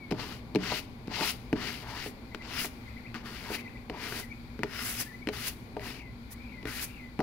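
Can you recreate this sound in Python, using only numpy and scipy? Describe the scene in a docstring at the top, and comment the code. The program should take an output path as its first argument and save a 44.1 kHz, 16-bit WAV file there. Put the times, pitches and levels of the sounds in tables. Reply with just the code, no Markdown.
"""A plastic squeegee drags over a wet decal on a car's side panel in short uneven strokes: tiny stick-slips
hiss through blade and paper, water fizzes past the edge, the blade's free span scrapes and the panel rumbles.
Each landing or snag strikes decaying modes of panel and blade, with a splash and a tick of noise.
Outdoors, birds whistle gliding notes, insects and a droning machine are shaped noise, and a light breeze
stirs the bass; two microphone ports hear it all with unlike colour."""
import sys
import numpy as np
from scipy import signal
from scipy.fft import rfft, irfft, next_fast_len
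from scipy.io import wavfile

SR = 44100
rng = np.random.default_rng(int(sys.argv[2]) if len(sys.argv) > 2 else 0)


def amplitude_ratio(level_db):
    """Convert a level in decibels to the matching linear amplitude (field) ratio."""
    exponent = np.asarray(level_db, float) / 20
    return 10 ** exponent


def transcribe(signal):
    """Save signal, clipped to [-1, 1], as a 16-bit WAV file at the path in sys.argv[1]."""
    frames = np.atleast_2d(signal).T
    limited = np.clip(frames, -1, 1)
    pcm = np.round(limited * 32767).astype(np.int16)
    wavfile.write(sys.argv[1], SR, pcm)


N = 318402

# Blade landings and snags. Each row: start in seconds, relative panel level in dB, pitch of the spot
# struck in Hz, relative crack level in dB, crack pitch in Hz.
KNOCKS = [(0.1083, -43, 172, -25, 4300), (0.1124, -11.5, 170, -22.5, 3900), (0.122, -22, 413, -22, 2600),
          (0.5488, -8, 182, -21, 4100), (0.5574, -8.5, 195, -16.5, 2680), (0.72, -22, 850, -45, 3200),
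          (1.0727, -40, 144.5, -31.5, 4340), (1.0794, -22, 202, -34, 2590), (1.2088, -22, 300, -18, 2620),
          (1.2096, -23.5, 940, -30, 2500), (1.5285, -10.5, 243, -19.5, 2170), (2.062, -28, 400, -36, 3210),
          (2.3473, -28, 255, -23, 2450), (2.646, -25.5, 576, -22, 3610), (3.1434, -34, 234, -24.5, 2554),
          (3.1482, -37, 221, -30.5, 2370), (3.5, -27.5, 403, -32, 2660), (3.514, -29, 440, -37, 2750),
          (3.8978, -26, 400, -23, 2920), (4.123, -30, 420, -24, 1500), (4.5914, -24.5, 236, -31, 1770),
          (4.6332, -18.5, 455, -15, 2050), (4.791, -53, 1200, -22, 2380), (5.2719, -21.5, 290, -21, 2200),
          (5.288, -21.5, 430, -18, 2300), (5.7668, -22, 566, -29, 1810), (5.7951, -33, 452, -31, 2110),
          (6.628, -37, 370, -34, 2840), (6.6543, -25.5, 325, -22, 1850), (7.1911, -12.5, 258, -26.5, 1990),
          (7.2031, -17.5, 700, -21, 1870)]
# Modes of the panel. 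Each row: frequency in Hz, relative level in dB, nominal 60 dB decay time in seconds.
PANEL_MODES = [(149, -9, 0.095), (187, -18, 0.5), (237, -0.5, 0.099), (290, -6, 0.15), (324, -1.5, 0.093),
               (392.4, -10, 0.25), (423.3, 1, 0.11), (484, -0.5, 0.04), (622.6, -8, 0.15),
               (730, 5.5, 0.027), (864, -2, 0.058), (952, 2.5, 0.038), (1200, -3, 0.062)]
# Modes of the blade. Each row: frequency in Hz, relative level in dB, 60 dB decay time in seconds.
BLADE_MODES = [(1520, 0, 0.011), (1950, -1, .008), (2450, 2, 0.005), (3000, -3, .005), (4130, -2.5, 0.006),
               (5270, -2, 0.005)]
# Spectrum of the rubbing hiss. Each row: frequency in Hz, relative density in dB per Hz.
RUB_SPECTRUM = [(820, -29.5), (1400, -4.5), (1620, -16.5), (2080, -1.5), (2300, -5), (2890, -1),
                (3150, -5.5), (3650, -7), (4680, -3.5), (6190, -14), (9000, -28), (11700, -77),
                (19800, -120)]
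# Spectrum of water fizzing past the edge. Each row: frequency in Hz, relative density in dB per Hz.
FIZZ_SPECTRUM = [(3530, -0.5), (6000, 5.5), (8500, 2), (10700, 8.5), (13100, 4.5), (14900, 5.5), (15700, 5),
                 (16300, -39), (16700, -82)]
# Spectrum of the outdoor floor. Each row: frequency in Hz, relative density in dB per Hz.
AIR_SPECTRUM = [(12, -15), (20, -19), (119, -12.5), (178, -8.5), (252, -10), (357, -10.5), (718, -18.5),
                (783, -13.5), (855, -17), (1300, -17), (1690, -65.5), (2860, -120)]
# Spectrum of the insects. Each row: frequency in Hz, relative density in dB per Hz.
INSECT_SPECTRUM = [(760, -26.5), (1300, 3.5), (1560, -5), (1750, -4.5), (1860, -4.5), (2300, 1.5),
                   (2450, 0), (2660, -11), (4560, -6), (5520, -18), (8240, -23.5), (9360, -32.5),
                   (10700, -21), (15200, -22), (16200, -34)]
# Wavering drone of a machine. 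Each row: frequency in Hz, bandwidth in Hz, level in dB.
DRONE_BANDS = [(58.5, 7.6, -52), (117, 20, -51), (239.4, 15.7, -50)]
# One quick bird note. Each row: time after its start in seconds, pitch in Hz, relative level in dB, burr in Hz.
CHIRP_SHAPE = [(0, 2025, 0, -3), (.004, 2150, 8.5, 11), (.02, 2010, 16, 2), (.029, 2350, 12.5, -9),
               (.037, 2750, 8, 90), (.042, 2178, -15, 60), (.047, 1920, 13.5, 0), (.054, 2000, -44, -2)]
# Quick bird notes. Each row: start in seconds, pitch shift in Hz, relative level in dB.
CHIRPS = [(2.305, -20.5, -68), (2.394, -29.5, -61.5), (2.863, 19.5, -64), (2.95, -19, -64),
          (3.037, 0.5, -63.5), (3.565, 19.5, -59), (3.648, -35.5, -59.5), (3.743, -31.5, -65.5)]
# One slurred whistle. Each row: time from its top in seconds, pitch in Hz, relative level in dB, burr in Hz.
SLUR_SHAPE = [(-.17, 1824, -3, 21), (-.1, 2286, -4, 24), (-.05, 2428, -0.5, 200), (0, 2594, 0, 390),
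              (.03, 2306, 3.5, 300), (.045, 2120, 4, 31), (.08, 2000, 1.5, 15), (.115, 2028, -12, 15)]
# Slurred whistles. Each row: time of the top in seconds, stretch in time, relative level in dB.
SLURS = [(5.99, 1.1, -54.5), (6.5, 1.14, -55.5), (6.95, 1.2, -54.5)]
# Short plain bird notes. Each row: middle in seconds, length in seconds, pitch in Hz, glide in Hz,
# relative level in dB.
NOTES = [(0.036, 0.088, 2230, -220, -51), (2.263, .035, 5400, -450, -72), (4.235, 0.031, 2026, -250, -45),
         (4.315, 0.033, 2267, -120, -46.5), (4.324, 0.017, 2400, 351.5, -47), (4.314, .025, 6200, -78, -70),
         (5.071, .025, 1750, -2, -54), (5.094, .024, 1950, -31, -52), (5.113, 0.03, 1787, -54.5, -54),
         (5.143, .03, 2010, 44, -47), (5.225, 0.023, 2250, -24, -51)]
# Balance of the two ports. Each row: frequency in Hz, left minus right in dB.
PORT_LEAN = [(60, 2.5), (92, -2), (140, 1.5), (210, 1), (330, 0.5), (500, 2), (770, 4.5), (1170, 4),
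             (1790, 7), (2740, 10.5), (3900, 22.5), (5400, 24.5), (7000, 7.5), (10700, -4.5), (13000, -3.5),
             (15000, -1.5)]
# Likeness of the channels for the nearby work. Each row: frequency in Hz, likeness from -1 to 1.
NEAR_LIKENESS = [(60, 0.38), (180, 1), (550, 0.94), (1650, 0.86), (4970, 0), (15000, 0)]
# Likeness of the channels for far sources. Each row: frequency in Hz, likeness from -1 to 1.
FAR_LIKENESS = [(60, 1), (180, 1), (550, 0.84), (1650, -0.25), (4970, -0.1), (15000, 0.1)]
# Course of the rub, one list for each stroke. Each row: time in seconds, relative level in dB.
STROKES = [
    [(0.15, -59), (0.154, -65), (0.2, -44), (0.292, -51.5), (0.328, -50), (0.4, -65)],
    [(0.59, -59), (0.636, -42), (0.766, -39.5), (0.796, -42), (0.818, -58.5), (0.85, -62)],
    [(1.1, -59.5), (1.134, -43.5), (1.246, -36), (1.306, -40), (1.37, -66)],
    [(1.56, -54.5), (1.612, -45.5), (1.668, -42.5), (1.83, -55.5)],
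    [(1.84, -60), (1.908, -49), (1.932, -50.5), (1.994, -45), (2.07, -48), (2.13, -75)],
    [(2.4, -84), (2.422, -58), (2.594, -37.5), (2.654, -44), (2.68, -56), (2.72, -74)],
    [(3.157, -50.5), (3.205, -64), (3.215, -62)],
    [(3.235, -70), (3.259, -52.5), (3.485, -52.5), (3.553, -40.5), (3.579, -55), (3.61, -55.5)],
    [(3.92, -69), (3.934, -63), (4.034, -44.5), (4.132, -48.5), (4.2, -45), (4.26, -69)],
    [(4.66, -65.5), (4.748, -47.5), (4.874, -46), (4.946, -48.5), (5.004, -46), (5.08, -65.5)],
    [(5.31, -70), (5.334, -49.5), (5.41, -46), (5.482, -41.5), (5.508, -54.5), (5.54, -62)],
    [(5.81, -60), (5.824, -55.5), (5.876, -47.5), (6.0, -60.5), (6.006, -69), (6.02, -62)],
    [(6.667, -59), (6.673, -50.5), (6.829, -46.5), (6.863, -60), (6.91, -67)],
]
# How each stroke is made. Each row: wet fizz against the rub at the start in dB, the same at the end in dB,
# scrape against the rub in dB, middle pitch of the blade's free span in Hz, relative panel rumble in dB.
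GRIPS = [(-18, -9, -1, 1650, -44), (-21, -6, -3.5, 1800, -43.5), (-20, -1.5, -6.5, 1750, -46),
         (-17, -7.5, 0, 1900, -45.5), (-11, -16.5, 1, 1780, -49.5), (-22, -0.5, -2.5, 1400, -47.5),
         (-12, -18, 1.5, 2040, -54), (-9, -9.5, 4, 1950, -46), (-16.5, 1, 3, 1850, -44.5),
         (-11, 4, 4, 1800, -56), (-7, -0.5, 0, 1960, -53.5), (-6.5, -8, 2.5, 2100, -49),
         (-5, 1, 5.5, 2000, -58)]
# Heavy drags that wake a low resonance of the panel. Each row: middle in seconds, length in seconds,
# relative level in dB.
DRAGS = [(0.739, .06, -46), (1.119, 0.026, -45.5), (1.211, 0.084, -38.5), (1.917, .14, -47.5),
         (3.493, 0.11, -51.5), (3.96, 0.071, -50)]
# Water spurts past the edge. Each row: middle in seconds, length in seconds, relative level in dB.
SPURTS = [(1.285, .05, -52), (2.072, 0.065, -55.5), (2.635, 0.06, -47.5), (3.545, 0.056, -54),
          (4.88, 0.12, -48), (5.01, 0.03, -40), (5.478, 0.03, -44), (6.324, 0.029, -50),
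          (6.838, 0.033, -43)]
# A high resonance of the edge sings out. Each row: middle in seconds, length in seconds, level in dB.
SINGS = [(1.27, 0.082, -48), (2.59, 0.11, -38.5), (4.06, 0.13, -58), (4.8, 0.16, -45.5),
         (5.0, 0.064, -40.5), (5.88, 0.057, -62)]

TIME = np.arange(N) / SR
SIZE = next_fast_len(N + SR // 4)
GRID = np.maximum(np.arange(SIZE // 2 + 1) * SR / SIZE, 1)  # Hz


def rms_one(x):
    """Normalization: scales a signal to unit mean power."""
    return x / np.sqrt(np.mean(x ** 2) + 1e-20)


def at_hz(points):
    """Interpolates a spectrum table over log frequency on the whole frequency grid."""
    hz, value = np.transpose(points)
    return np.interp(np.log(GRID), np.log(hz), value)


def colour(x, gain_db):
    """Minimum-phase filtering: folding the cepstrum makes a causal filter of the given magnitude."""
    cepstrum = irfft(gain_db * np.log(10) / 20, SIZE)
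    cepstrum[1:SIZE // 2] *= 2
    cepstrum[SIZE // 2 + 1:] = 0
    response = np.exp(rfft(cepstrum))
    return irfft(rfft(x, SIZE) * response, SIZE)[..., :N]


def spread(mid, side, likeness):
    """Coherence: the shares of a common and an opposed signal set the channels' likeness by frequency."""
    alike = np.clip(at_hz(likeness), -1, 1)
    common = np.sqrt((1 + alike) / 2) * rfft(mid, SIZE)
    opposed = np.sqrt((1 - alike) / 2) * rfft(side, SIZE) * [[1], [-1]]
    return irfft(common + opposed, SIZE)[:, :N]


def drift(rate):
    """Slow random modulation: straight lines join normal random knots, rate of them a second."""
    knots = int(N / SR * rate) + 2
    return np.interp(TIME * rate, np.arange(knots), rng.standard_normal(knots))


def ring(clicks, hz, t60):
    """Damped resonance: a unit click sets a decaying sine of initial height 1 ringing."""
    radius, angle = amplitude_ratio(-60 / (t60 * SR)), 2 * np.pi * hz / SR
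    return signal.lfilter([0, np.sin(angle)], [1, -2 * radius * np.cos(angle), radius * radius], clicks + 1e-18)


def decay(blows, t60):
    """Exponential decay: each blow starts an envelope that falls 60 dB in t60 seconds."""
    return signal.lfilter([1], [1, -amplitude_ratio(-60 / (t60 * SR))], blows + 1e-18)


def swells(rows):
    """Gaussian envelopes: short bell-shaped rises of level."""
    return sum(amplitude_ratio(db) * np.exp(-(2 * (TIME - s) / length) ** 2) for s, length, db in rows)


def echoes(x, t60, level_db):
    """Diffuse reflection: convolution with decaying noise blurs a sound, unlike in the two channels."""
    lag = np.arange(SR // 3) / SR
    tail = rng.standard_normal((2, len(lag))) * amplitude_ratio(level_db - 60 * lag / t60)
    return signal.fftconvolve(x * np.ones((2, 1)), tail, axes=1)[:, :N]


def wind():
    """Flow noise: a light breeze stirs each port on its own, far down in the bass."""
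    low = signal.sosfilt(signal.butter(2, [36, 85], "band", fs=SR, output="sos"), rng.standard_normal((2, N)))
    return amplitude_ratio(-57.5 + 0.9 * drift(3.6)) * rms_one(low)


def drone():
    """Resonance of noise: narrow bands waver in level, the faster the wider they are."""
    out = np.zeros((2, N))
    for hz, width_hz, db in DRONE_BANDS:
        noise = spread(*rng.standard_normal((2, N)), FAR_LIKENESS)
        t60 = np.log(1000) / np.pi / width_hz
        out += amplitude_ratio(db) * rms_one(ring(noise, hz, t60))
    return out


def outdoors():
    """Sum of many far sources: traffic, insects and leaves merge into shaped noise, under the drone."""
    white = spread(*rng.standard_normal((2, N)), FAR_LIKENESS)
    out = amplitude_ratio(-53 + 1.6 * drift(3.335)) * rms_one(colour(white, at_hz(AIR_SPECTRUM)))
    out += amplitude_ratio(-56 + 1.4 * drift(4.5)) * rms_one(colour(white, at_hz(INSECT_SPECTRUM)))
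    # one kind of insect sings in a thin high band
    out += amplitude_ratio(-81) * rms_one(ring(white, 10750, 0.0066))
    return out + drone()


def whistle(rows, tremble):
    """Frequency modulation: a near sine follows its rows, burry where the pitch trembles."""
    s, hz, db, burr_hz = np.transpose(rows)
    pitch = np.interp(TIME, s, hz) + np.interp(TIME, s, burr_hz) * tremble
    level = amplitude_ratio(np.interp(TIME, s, db, -200, -200))  # as good as silent outside the rows
    return np.sqrt(2) * level * np.sin(2 * np.pi * np.cumsum(pitch) / SR)


def birds():
    """Gliding tones: notes flutter on their way and come with echoes from walls and trees."""
    tremble = np.tanh(drift(350))
    song = np.zeros(N)
    for s, stretch, db in SLURS:
        song += whistle(np.multiply(SLUR_SHAPE, [stretch, 1, 1, 1]) + [s, 0, db, 0], tremble)
    for s, hz, db in CHIRPS:
        song += whistle(np.add(CHIRP_SHAPE, [s, hz, db, 0]), tremble)
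    arch = np.array([-.5, -.2, .2, .5])
    for s, length, hz, glide_hz, db in NOTES:
        level_db = db - 12 * (np.abs(arch) > .3)  # the ends lie under the middle
        rows = [s + length * arch, hz + glide_hz * arch, level_db, 0 * arch]
        song += whistle(np.transpose(rows), tremble)
    song *= amplitude_ratio(2.6 * drift(140))
    return song + echoes(song, .3, level_db=-33)


def strike(modes, s, peak_db, pitch_hz, focus_db, landing_s):
    """Modal excitation: modes near the given pitch ring most; an edge landing along its length starts them unevenly."""
    out, luck = np.zeros(N), rng.random((len(s), len(modes), 2))
    for k, (hz, db, t60) in enumerate(modes):
        clicks = np.zeros(N + SR)
        at = np.round((s + landing_s * luck[:, k, 0] ** 2) * SR).astype(int)
        off_pitch_db = focus_db * np.abs(np.log2(hz / pitch_hz))  # focus_db is dB per octave
        clicks[at] = amplitude_ratio(peak_db + db - off_pitch_db + 8 * (luck[:, k, 1] - .5))
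        out += ring(clicks[:N], hz, t60)
    return out


def knocks():
    """Impact: the panel thuds, the blade cracks, the wet sheet splashes and the edge ticks."""
    s, panel_db, spot_hz, crack_db, crack_hz = np.transpose(KNOCKS)
    thud = strike(PANEL_MODES, s, panel_db - 7.5, spot_hz, focus_db=10.0, landing_s=0.00386)
    # a small panel radiates little below its lowest mode
    thud = signal.sosfilt(signal.butter(4, 125, "high", fs=SR, output="sos"), thud)
    crack = strike(BLADE_MODES, s, crack_db - 4.5, crack_hz, focus_db=8.5, landing_s=.002)
    blows = np.zeros(N)
    blows[np.round(s * SR).astype(int)] = amplitude_ratio(crack_db)
    noise = spread(*rng.standard_normal((2, N)), NEAR_LIKENESS)
    splash = amplitude_ratio(-9.5) * decay(blows, 0.054) * noise
    tick = amplitude_ratio(-29.5) * decay(blows, 0.014) * noise
    return -thud - crack + colour(splash, at_hz(RUB_SPECTRUM)) + colour(tick, at_hz(FIZZ_SPECTRUM))


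def slips(uneven_db, judder_db):
    """Stick-slip friction: dense tiny slips of uneven size along the blade's edge, their strength juddering."""
    unevenness = amplitude_ratio(uneven_db * np.minimum(rng.exponential(1, (2, N)), 5))
    sizes = unevenness * rng.standard_normal((2, N))
    return spread(*sizes, NEAR_LIKENESS) * amplitude_ratio(judder_db * (drift(35) + drift(220)))


def stroke_courses():
    """Friction under a moving grip: gains of rub, fizz, rumble and scrape, and the span's pitch in Hz."""
    lead_db, lead_s = 9, 0.032  # the scrape speaks first, while the blade is still slow
    thinning, bright_ref_db = 0.28, -17.5  # dB of scrape lost per dB of brightness above the reference
    rumble_follows, rumble_lead_db = 0.74, 12  # share of the rub's swing; extra as the blade takes hold
    touch_s, span_rise_hz = 0.01203, 499.2  # fade beyond each end; climb of the span's pitch in a stroke
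    gains, centre_hz = np.zeros((4, N)), np.full(N, 1800.)
    for rows, (first_db, last_db, scrape_db, hz, rumble_db) in zip(STROKES, GRIPS):
        s, level_db = np.transpose(rows)
        touch = np.clip(np.minimum(TIME - s[0], s[-1] - TIME) / touch_s + 1, 0, 1)
        rub_db = np.interp(TIME, s, level_db)
        # the share of fizz moves steadily; most strokes brighten as the blade gathers speed
        bright_db = np.interp(TIME, s[[0, -1]], [first_db, last_db])
        early = np.exp(-np.maximum(TIME - s[0], 0) / lead_s)
        scrape_db = rub_db + scrape_db + lead_db * early - thinning * (bright_db - bright_ref_db)
        rumble_db = rumble_db + rumble_follows * (rub_db - level_db.max()) + rumble_lead_db * early
        gains += touch * amplitude_ratio(np.array([rub_db, rub_db + bright_db, rumble_db, scrape_db]))
        rise = np.interp(TIME, s[[0, -1]], [-.5, .5])
        centre_hz = np.where(touch > 0, hz + span_rise_hz * rise, centre_hz)
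    return gains, centre_hz


def free_span(edge, wet, centre_hz):
    """Broad resonance: low-passed slips carried up to a pitch that wavers with the grip."""
    phase = 2 * np.pi * np.cumsum(centre_hz + 220 * drift(18)) / SR
    along, across = signal.sosfilt(signal.butter(2, 520, fs=SR, output="sos"), [edge, wet])
    return rms_one(along * np.cos(phase) + across * np.sin(phase))


def strokes():
    """Friction drives resonators: slips hiss through blade and paper, water fizzes, the panel rumbles along."""
    (rub, fizz, rumble, scrape), centre_hz = stroke_courses()
    edge, wet = slips(uneven_db=2.5, judder_db=1.03), slips(uneven_db=-3.5, judder_db=1.0)
    # the panel decays slightly faster under the rubbing blade
    shaken = sum(amplitude_ratio(db) * ring(edge, hz, t60 * 0.98) for hz, db, t60 in PANEL_MODES)
    span = free_span(edge, wet, centre_hz)
    low_panel = rms_one(ring(edge, 928, 0.018))
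    out = amplitude_ratio(5) * rub * rms_one(colour(edge, at_hz(RUB_SPECTRUM)))
    out += amplitude_ratio(5.5) * (fizz + swells(SPURTS)) * rms_one(colour(wet, at_hz(FIZZ_SPECTRUM)))
    out += amplitude_ratio(2.0) * (scrape * span + swells(DRAGS) * low_panel)
    out += swells(SINGS) * rms_one(ring(edge, 4910, 0.0086))
    return out + rumble * rms_one(shaken)


def scene():
    """Superposition of all sources; the work echoes faintly off ground and walls."""
    work = strokes() + knocks()
    return work + echoes(work.mean(axis=0), 0.66, level_db=-49) + birds() + outdoors() + wind()


def roll_off(x):
    """The treble ends steeply here."""
    return signal.sosfilt(signal.butter(12, 16100, fs=SR, output="sos"), x)


def record(dry):
    """Port response: left is strong in the upper middle, right in the high treble, their power sum flat."""
    lean = at_hz(PORT_LEAN)
    left_db = -10 * np.log10((1 + amplitude_ratio(-2 * lean)) / 2)
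    ports = np.array([colour(dry[0], left_db), colour(dry[1], left_db - lean)])
    return roll_off(ports)


dry = scene()
out = record(dry)
transcribe(out)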